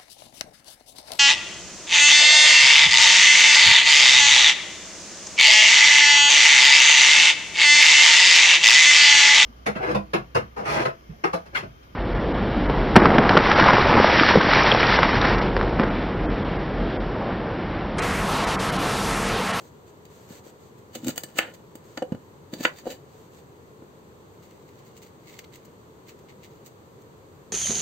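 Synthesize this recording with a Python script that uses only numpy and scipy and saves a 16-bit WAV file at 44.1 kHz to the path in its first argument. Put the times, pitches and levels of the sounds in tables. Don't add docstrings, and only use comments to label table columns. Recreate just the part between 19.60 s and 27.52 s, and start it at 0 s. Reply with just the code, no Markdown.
import sys
import numpy as np
from scipy import signal
from scipy.fft import rfft, irfft
from scipy.io import wavfile
from scipy.ndimage import uniform_filter1d, minimum_filter1d

SR = 44100
rng = np.random.default_rng(int(sys.argv[2]) if len(sys.argv) > 2 else 0)


def unload_wav(signal):
    wavfile.write(
        sys.argv[1],
        SR,
        np.round(np.clip(np.atleast_2d(signal).T, -1, 1) * 32767).astype(np.int16),
    )


N = 349272

# (peak time [s], relative crunch level [dB], relative judder level [dB],
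# swell over 20 dB [s], fade over 20 dB [s], contact time of a slip [ms])
PUSHES = [(1.356, -39, -40, 0.033, .045, 2), (1.486, -35, -22, 0.071, 0.055, 1.84),
          (1.562, -49, -34.5, 0.006, .025, 1.9), (1.577, -39.5, -39.5, 0.014, 0.033, 1),
          (1.695, -50, -62, 0.048, 0.064, 1), (1.783, -28, -30, 0.027, 0.02, 1.3),
          (1.86, -51, -45, 0.042, 0.15, 1.06), (2.935, -39.5, -31.5, 0.016, 0.034, 1.65),
          (3.005, -46, -32, 0.082, .04, 2.2), (3.044, -32, -31, 0.051, 0.05, 1.14),
          (3.195, -42.5, -67, 0.083, 0.033, 0.89), (3.266, -44, -28, 0.024, 0.033, .92),
          (3.31, -35.5, -28, 0.04, 0.055, 1)]
PUSH_ROUNDNESS = 1.334


def gain_of(db):
    return 10 ** (np.asarray(db) / 20)


def evened(x):
    return x / np.sqrt(np.mean(x ** 2) + 1e-20)


def read(points, hz):
    f, value = np.transpose(points)
    return np.interp(np.log(hz + 1), np.log(f + 1), value)


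def add(mix, s, sound):
    part = mix[:, round(s * SR):][:, :sound.shape[1]]
    part += sound[:, :part.shape[1]]


def colour(x, points, size=2048):
    hz = abs(np.fft.fftfreq(size, 1 / SR))
    log_gain = np.log(gain_of(read(points, hz)))
    response = np.exp(np.conj(signal.hilbert(log_gain)))
    taps = np.fft.ifft(response).real
    return signal.oaconvolve(x, taps[None], axes=1)[:, :N]


def low_cut(x, hz):
    return signal.sosfilt(signal.butter(2, hz, "high", fs=SR, output="sos"), x)


def ringing(x, modes):
    resonances = 0
    for hz, width, db in modes:
        b, a = signal.iirpeak(hz, hz / width, SR)
        resonances = resonances + gain_of(db) * signal.lfilter(b, a, x)
    return x + resonances


def stroke(s, swell_s, fade_s, roundness=1):
    age = np.arange(N) / SR - s
    near = (age > -3 * swell_s) & (age < 3 * fade_s)
    gain = np.zeros(N)
    distance = np.maximum(-age[near] / swell_s, age[near] / fade_s)
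    gain[near] = 10 ** -distance ** roundness
    return gain


def seesaw(bright_db):
    return gain_of(np.array([[-.5], [.5]]) * bright_db)


def body_and_fizz(x, split_hz):
    body = signal.sosfiltfilt(signal.butter(2, split_hz, fs=SR, output="sos"), x)
    return body, x - body


def partly_alike(paths, alike):
    return np.sqrt(alike) * paths[2] + np.sqrt(1 - alike) * paths[:2]


def grains(per_s, spread_db, smooth, alike=0.22):
    largest = 3
    size = gain_of(spread_db * np.minimum(rng.exponential(1, N), largest))
    fractures = size * (rng.random(N) < per_s / SR)
    signs = rng.choice([-1., 1.], (3, N))
    paths = evened(fractures * signs) + smooth * rng.standard_normal((3, N))
    return evened(partly_alike(paths, alike))


def wandering(lasts_s):
    return evened(uniform_filter1d(rng.standard_normal(N), round(lasts_s * SR)))


def catching(depth_db, lasts_s):
    return gain_of(depth_db * wandering(lasts_s))


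def hush(hush_db=-49.0, left_db=.5):
    # (frequency [Hz], left-right likeness [-1 to 1])
    likeness = [(60, 0.69), (130, 0.93), (290, 0.81), (640, 0.43), (1410, -0.43), (3100, 0.039),
                (6820, -0.038), (15000, 0.029)]
    # (frequency [Hz], relative level [dB])
    hush_spectrum = [(25, -16.5), (45, -19), (80, 0.5), (140, 3), (270, -3.5), (430, 2.5), (680, -10.5),
                     (1000, -7.5), (1500, -16.5), (2500, -23.5), (4000, -25), (8000, -25.5), (16000, -35.5)]
    hz = np.fft.rfftfreq(N, 1 / SR)
    a, b = rfft(rng.standard_normal((2, N)))
    same = read(likeness, hz)
    pair = np.array([a, same * a + np.sqrt(1 - same ** 2) * b])
    air = irfft(pair * gain_of(read(hush_spectrum, hz)), N)
    return evened(air) * gain_of(hush_db + np.array([[left_db], [-left_db]]))


def kitchen(x, first_s=0.0018):
    # (frequency [Hz], reverberation time [s])
    decay_times = [(150, .26), (600, .23), (1500, .18), (3000, .145), (8000, .17), (15000, .13)]
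    # (frequency [Hz], level [dB])
    echo_levels = [(250, -20), (700, -7.5), (1500, -8), (3000, -10), (4500, -8), (12000, -8)]
    taps = rng.choice([-1., 1.], (2, SR // 2))
    taps[:, :round(first_s * SR)] = 0
    hz, t, z = signal.stft(taps, SR, nperseg=256)
    t60 = read(decay_times, hz)[:, None]
    unit = np.sqrt(2 * np.log(1000) / (SR * t60))
    fading = gain_of(read(echo_levels, hz)[:, None] - 60 * t / t60)
    tail = signal.istft(z * unit * fading, SR, nperseg=256)[1]
    return signal.oaconvolve(x, tail, axes=1)[:, :N]


def placed(x):
    # (frequency [Hz], level difference [dB])
    balance = [(250, 1.2), (600, 2), (1000, -4.5), (1800, 1.5), (2900, -1.5), (4300, -1), (8000, 2.5),
               (12000, -3)]
    lean_db = read(balance, np.fft.rfftfreq(N, 1 / SR))
    return irfft(rfft(x) * gain_of(np.array([[.5], [-.5]]) * lean_db), N)


def rubbing():
    # (peak time [s], level [dB], swell over 20 dB [s], fade over 20 dB [s])
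    rubs = [(0.04, -56, 0.1, 0.062), (0.288, -58.5, 0.031, 0.027), (0.53, -57, 0.046, 0.25),
            (0.745, -50, 0.066, 0.067), (0.872, -53, 0.043, 0.049), (1.04, -60.5, 0.054, 0.073),
            (1.182, -60, 0.011, 0.025), (1.943, -47.5, 0.0079, 0.018), (2.278, -58, 0.056, 0.16),
            (3.596, -60, 0.13, 0.095), (3.772, -56.5, 0.069, 0.048)]
    # (frequency [Hz], relative level [dB])
    rub_spectrum = [(200, -8), (550, 16), (900, 4), (1700, 5.5), (2500, 2), (4000, 3), (7500, 5.5),
                    (12000, -4.5), (16000, -4.5)]
    roundness = 4.3
    speed = sum(gain_of(db) * stroke(s, swell, fade, roundness) for s, db, swell, fade in rubs)
    return speed * evened(colour(grains(per_s=3500, spread_db=4.0, smooth=0.91), rub_spectrum))


def board_ring(apart=0.41, right_lag=.00004, spread_s=0.0011):
    # (frequency [Hz], relative level [dB])
    board_modes = [(165, -15), (240, -15), (315, -9), (506, -13.5), (560, -10.5), (750, -9.5), (900, -14.5),
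                   (1235, -16), (1450, -7), (1764, -1.5), (2160, -11.5), (2426, -40.5), (2640, -16),
                   (2955, -16.5), (3708, -8.5), (4517, -11.5)]
    # (frequency [Hz], decay over 60 dB [s])
    wood_decay = [(165, .06), (240, .075), (315, .06), (506, .1), (560, .05), (800, .025), (1235, .03),
                  (1450, .055), (1764, .028), (2200, .021), (4500, .02)]
    t = np.arange(SR // 6) / SR
    ring = np.zeros((2, len(t)))
    late = np.array([[0], [right_lag]])
    for k, (hz, db) in enumerate(board_modes):
        skew = (-1) ** k * apart * min((hz / 1200) ** 2, 1) * np.array([[-1], [1]])
        decay = gain_of(db - 60 * t / read(wood_decay, hz))
        ring -= decay * np.cos(2 * np.pi * hz * (t - late) + skew * (1 - np.exp(-t / spread_s)))
    return ring


def contact(x, ms, q):
    w = 2 * np.pi * 1000 / (2 * ms)
    b, a = signal.bilinear([w * w], [1, w / q, w * w], SR)
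    return signal.lfilter(b, a, x)


def impact(ring, db, ms, q, clack_db, clack_s, low_hz, alike=0.55, span_s=0.00047):
    # (frequency [Hz], relative level [dB])
    clack_spectrum = [(80, -17.5), (220, -11), (700, -4), (1100, -4.5), (1700, 2), (2300, -0.5), (3000, 4),
                      (3500, -8), (4600, -6.5), (6000, -22.5), (15000, -26)]
    t = np.arange(ring.shape[1]) / SR
    burst = partly_alike(rng.standard_normal((3, len(t))), alike)
    for _ in range(3):
        flat = irfft(np.exp(1j * np.angle(rfft(burst))), len(t))
        burst = flat * np.exp(-(t / clack_s) ** 4)
    crowd = evened(colour(burst, clack_spectrum)[:, :len(t)]) * np.sqrt(clack_s / t[-1])
    sound = low_cut(contact(ring + gain_of(clack_db) * crowd, ms, q), low_hz)
    energy = np.mean(np.sum(sound ** 2, axis=1))
    return sound * gain_of(db) / np.sqrt(energy / (span_s * SR))


def blows(ring):
    # (time [s], strength [dB], contact time [ms], springiness [Q], damping time [s])
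    knocks = [(.706, -25, 2.5, 2.7, 0.058), (.866, -31.5, 0.97, 2.8, 0.023), (1.191, -33, 4.7, 1.4, .015),
              (1.357, -22, 1.07, 4, 0.042), (1.428, -31, 2.5, 2.3, .01), (1.4475, -22.5, 2.5, 2.5, .011),
              (1.4632, -21.5, 2, 2.8, .012), (1.4723, -12.5, 1.7, 2.5, 0.0097),
              (1.4847, -13.5, 1.7, 2.3, 0.0087), (1.4929, -12, 1.82, 1.8, .014), (1.578, -23, 0.7, 2, .02),
              (1.638, -26.5, 1.7, 1.5, .018), (2.154, -27, 1.04, 1.3, 0.011),
              (2.3745, -23.5, 0.1, 0.33, .011), (2.378, -20.5, .61, .58, 0.018), (2.381, -28, 2, 2.7, .02),
              (2.385, -28, 0.73, 1.5, 0.018), (2.4214, -12, 0.86, 3.2, .012),
              (2.4253, -11, .91, 4.1, 0.034), (2.521, -9, 2.5, 1.8, 0.01), (2.527, -20, 1, 4.5, 0.0073),
              (2.544, -19, 4.4, 2.1, .01), (2.549, -21.5, 1.56, 0.78, 0.014), (2.812, -34, 3.1, 2, .015),
              (2.932, -19.5, 2.2, 1.8, .016), (2.938, -26, 1, 4, .02), (2.983, -28.5, 2.3, 2.5, .01),
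              (3.005, -22.5, 2.1, 2.5, .018), (3.2568, -26, 0.82, 2.8, .015),
              (3.2745, -27, 0.83, 3.2, .015), (3.301, -24.5, 0.98, 4, .05), (4.223, -30.5, 1.27, 0.83, .02)]
    out = np.zeros((2, N))
    t = np.arange(ring.shape[1]) / SR
    for s, db, ms, q, damp_s in knocks:
        damped = ring * np.exp(-t / damp_s)
        add(out, s, impact(damped, db, ms, q, clack_db=-6, clack_s=.008, low_hz=104.6))
    return out


def slitting(slit_db=1, split_hz=5000):
    # (peak time [s], relative level [dB], length [s], brightness [dB])
    slits = [(4.855, -59.5, .07, 0), (4.91, -62, 0.054, -2), (5.092, -61.5, .07, 0),
             (5.194, -59, 0.058, -1), (5.273, -57.5, .08, 3), (5.374, -52, .05, 3),
             (5.431, -46.5, 0.035, 2), (5.466, -57, 0.056, 1), (5.69, -52, 0.15, -2.5),
             (5.745, -54, .04, -6), (5.792, -43, 0.03, -4.5), (5.844, -49, .022, -11),
             (5.934, -52.5, 0.039, -5), (5.957, -49.5, 0.052, 1), (6.054, -55, 0.027, 10),
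             (6.491, -45.5, 0.063, -3.5), (6.589, -59, .04, -1), (6.7, -53.5, 0.056, -11),
             (6.842, -50.5, 0.075, -4), (6.918, -58, .03, -3), (6.956, -59.5, .02, 8),
             (7.066, -45.5, 0.038, 9), (7.418, -65.5, 0.038, 10)]
    # (peak time [s], level [dB], swell over 20 dB [s], fade over 20 dB [s], brightness [dB])
    drags = [(4.88, -64.5, 0.22, 0.26, -1), (5.27, -64.5, 0.25, .24, -3), (5.73, -56.5, .09, 0.12, -3),
             (6.03, -72, .12, 0.13, -12), (6.92, -69, .16, 0.23, -1)]
    # (frequency [Hz], relative level [dB])
    peel_spectrum = [(600, -14), (1700, -1), (2050, 5.5), (2500, 2), (3000, 0), (4200, 3.5), (7500, 3.5),
                     (12000, -8.5), (16000, -0.5)]
    # (frequency [Hz], width [Hz], level [dB])
    slit_ring = [(2115, 120, 0), (2850, 91, 2)]
    swell_share, slit_roundness, drag_roundness = 0.45, 1.31, 2.6
    advance, drag = np.zeros((2, N)), np.zeros((2, N))
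    for s, db, length, bright_db in slits:
        push = stroke(s, swell_share * length, (1 - swell_share) * length, slit_roundness)
        advance += gain_of(slit_db + db) * seesaw(bright_db) * push
    for s, db, swell, fade, bright_db in drags:
        drag += gain_of(db) * seesaw(bright_db) * stroke(s, swell, fade, drag_roundness)
    force = np.hypot(advance, drag * catching(depth_db=2, lasts_s=.03))
    cells = grains(per_s=1800, spread_db=4.2, smooth=.5) * catching(depth_db=1.5, lasts_s=.006)
    rasp = evened(ringing(colour(cells, peel_spectrum), slit_ring))
    body, fizz = body_and_fizz(rasp, split_hz)
    return force[0] * body + force[1] * fizz


def juddering(ring, judder_db=-6):
    slips_per_s, jitter = 245, 0.24
    rate = slips_per_s * (1 + jitter * wandering(lasts_s=.004))
    slips = np.diff(np.floor(np.cumsum(rate) / SR), prepend=0)
    shake = low_cut(signal.oaconvolve(ring, slips[None], axes=1)[:, :N], hz=127.0)
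    shake = shake * catching(depth_db=6.0, lasts_s=.008)
    out = np.zeros((2, N))
    for s, _, db, swell, fade, ms in PUSHES:
        push = gain_of(judder_db + db) * stroke(s, swell, fade, PUSH_ROUNDNESS)
        out += push * evened(contact(shake, ms, q=2.5))
    return out


def chops(ring):
    # (time [s], strength [dB], contact time [ms], length of the clack [s])
    strikes = [(1.7885, -3, 0.2, 0.005), (1.7973, -17, 0.17, 0.0053), (3.0513, 0.5, 0.23, 0.0069)]
    rattle_from_s, rattle_to_s, bounces_per_s = 1.806, 1.92, 360
    rattle_db, fade_db_per_s = -23.5, 220
    out = np.zeros((2, N))
    for s, db, ms, clack_s in strikes:
        add(out, s, impact(ring, db, ms, q=1.0, clack_db=3, clack_s=clack_s, low_hz=229.3))
    slots = np.arange(round((rattle_to_s - rattle_from_s) * bounces_per_s))
    for age in (slots + rng.random(len(slots))) / bounces_per_s:
        db = rattle_db - fade_db_per_s * age
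        bounce = impact(ring, db, ms=0.15, q=0.63, clack_db=0, clack_s=0.0056, low_hz=280)
        add(out, rattle_from_s + age, bounce)
    return out


def cutting(crunch_db=-5, tick_db=-3, split_hz=5600):
    # (time [s], level [dB], brightness [dB], fade over 20 dB [s])
    bursts = [(.453, -46.5, -1, 0.0093), (1.353, -31, -5, 0.0065), (1.3575, -32, -4, .006),
              (1.446, -35.5, 3, .005), (1.4698, -28.5, 2, .006), (1.4828, -25.5, -2, 0.0033),
              (1.4925, -31, 1, 0.0076), (1.503, -32.5, 1.5, 0.0045), (1.5085, -37, -10, .004),
              (1.56, -37, 10, .007), (1.579, -25, 6.5, 0.0055), (1.6367, -26.5, 5.5, 0.0089),
              (1.7861, -19.5, -3, 0.0065), (2.155, -40.5, 8, 0.0081), (2.3749, -34, -12, .012),
              (2.4239, -39, -11, .007), (2.522, -47, -11, 0.012), (2.5483, -52, -11, .007),
              (2.936, -40, -9.5, 0.0063), (3.008, -40, -5, 0.0069), (3.039, -34, -11, .007),
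              (3.05, -31, -19, .007), (3.3035, -51, -9, 0.0093)]
    # (time [s], brightness [dB])
    cut_brightness = [(1.7, -3), (2.9, -4)]
    # (frequency [Hz], relative level [dB])
    crunch_spectrum = [(200, -48), (600, 5), (1000, -7), (1450, -5), (2400, -1.5), (3000, -4), (3600, -3.5),
                       (4500, -2.5), (7500, -1), (12000, -8), (16000, -5)]
    # (frequency [Hz], width [Hz], level entering the stem [dB],
    # level deep in it [dB], level in the tip [dB], level sliding free [dB])
    blade_modes = [(1430, 86, 2, 8, -11, -14.5), (1770, 72, -6, 8.5, 5, 4), (2944, 50, 9.5, 13, -8, 11),
                   (3634, 96, 2.5, -12.5, 4.5, -12), (3960, 96, -7, -6, -9.5, 3), (4580, 81, 2, 3.5, 8, 5),
                   (6660, 160, 1, 0.5, 1.5, 1), (7360, 295, 1, -6, -18.5, 0),
                   (8300, 120, -10, 6, -20.5, -6)]
    grip_starts = [1.54, 2.8, 3.23]
    burst_rise_s = 0.0023
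    force, ticks = np.zeros((2, N)), np.zeros((2, N))
    for s, db, _, swell, fade, _ in PUSHES:
        bright_db = np.interp(s, *np.transpose(cut_brightness))
        force += gain_of(crunch_db + db) * seesaw(bright_db) * stroke(s, swell, fade, PUSH_ROUNDNESS)
    for s, db, bright_db, fade in bursts:
        force += gain_of(db) * seesaw(bright_db) * stroke(s, burst_rise_s, fade)
        add(ticks, s, gain_of(tick_db + db + bright_db) * np.ones((2, 1)))
    cells = grains(per_s=3600, spread_db=3.6, smooth=0.35) * catching(depth_db=1.4, lasts_s=0.004)
    body, fizz = body_and_fizz(evened(colour(cells, crunch_spectrum)), split_hz)
    crunch = force[0] * body + force[1] * fizz + colour(ticks, crunch_spectrum)
    grip = np.searchsorted(grip_starts, np.arange(N) / SR)
    out = np.zeros((2, N))
    for k in range(len(grip_starts) + 1):
        modes = [(hz, width, levels[k]) for hz, width, *levels in blade_modes]
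        out += ringing(crunch * (grip == k), modes)
    return out


def scene():
    ring = board_ring()
    work = blows(ring) + chops(ring) + cutting() + juddering(ring) + rubbing() + slitting()
    return placed(work + kitchen(work)) + hush()


def record(dry):
    # (frequency [Hz], level [dB])
    response = [(4600, -0.5), (5200, -9), (6300, -1), (8300, -2), (8900, -7.5), (10000, -15), (11200, -27),
                (11800, 1.5)]
    ceiling, edge_hz = .72, 15800
    heard = colour(dry, response)
    allowed = ceiling / np.maximum(abs(heard).max(axis=0), ceiling)
    heard = heard * uniform_filter1d(minimum_filter1d(allowed, size=45), size=45)
    band = signal.firwin(511, edge_hz, window=("kaiser", 9), fs=SR)
    return signal.oaconvolve(heard, band[None], "same", axes=1)


dry = scene()
out = record(dry)
unload_wav(out)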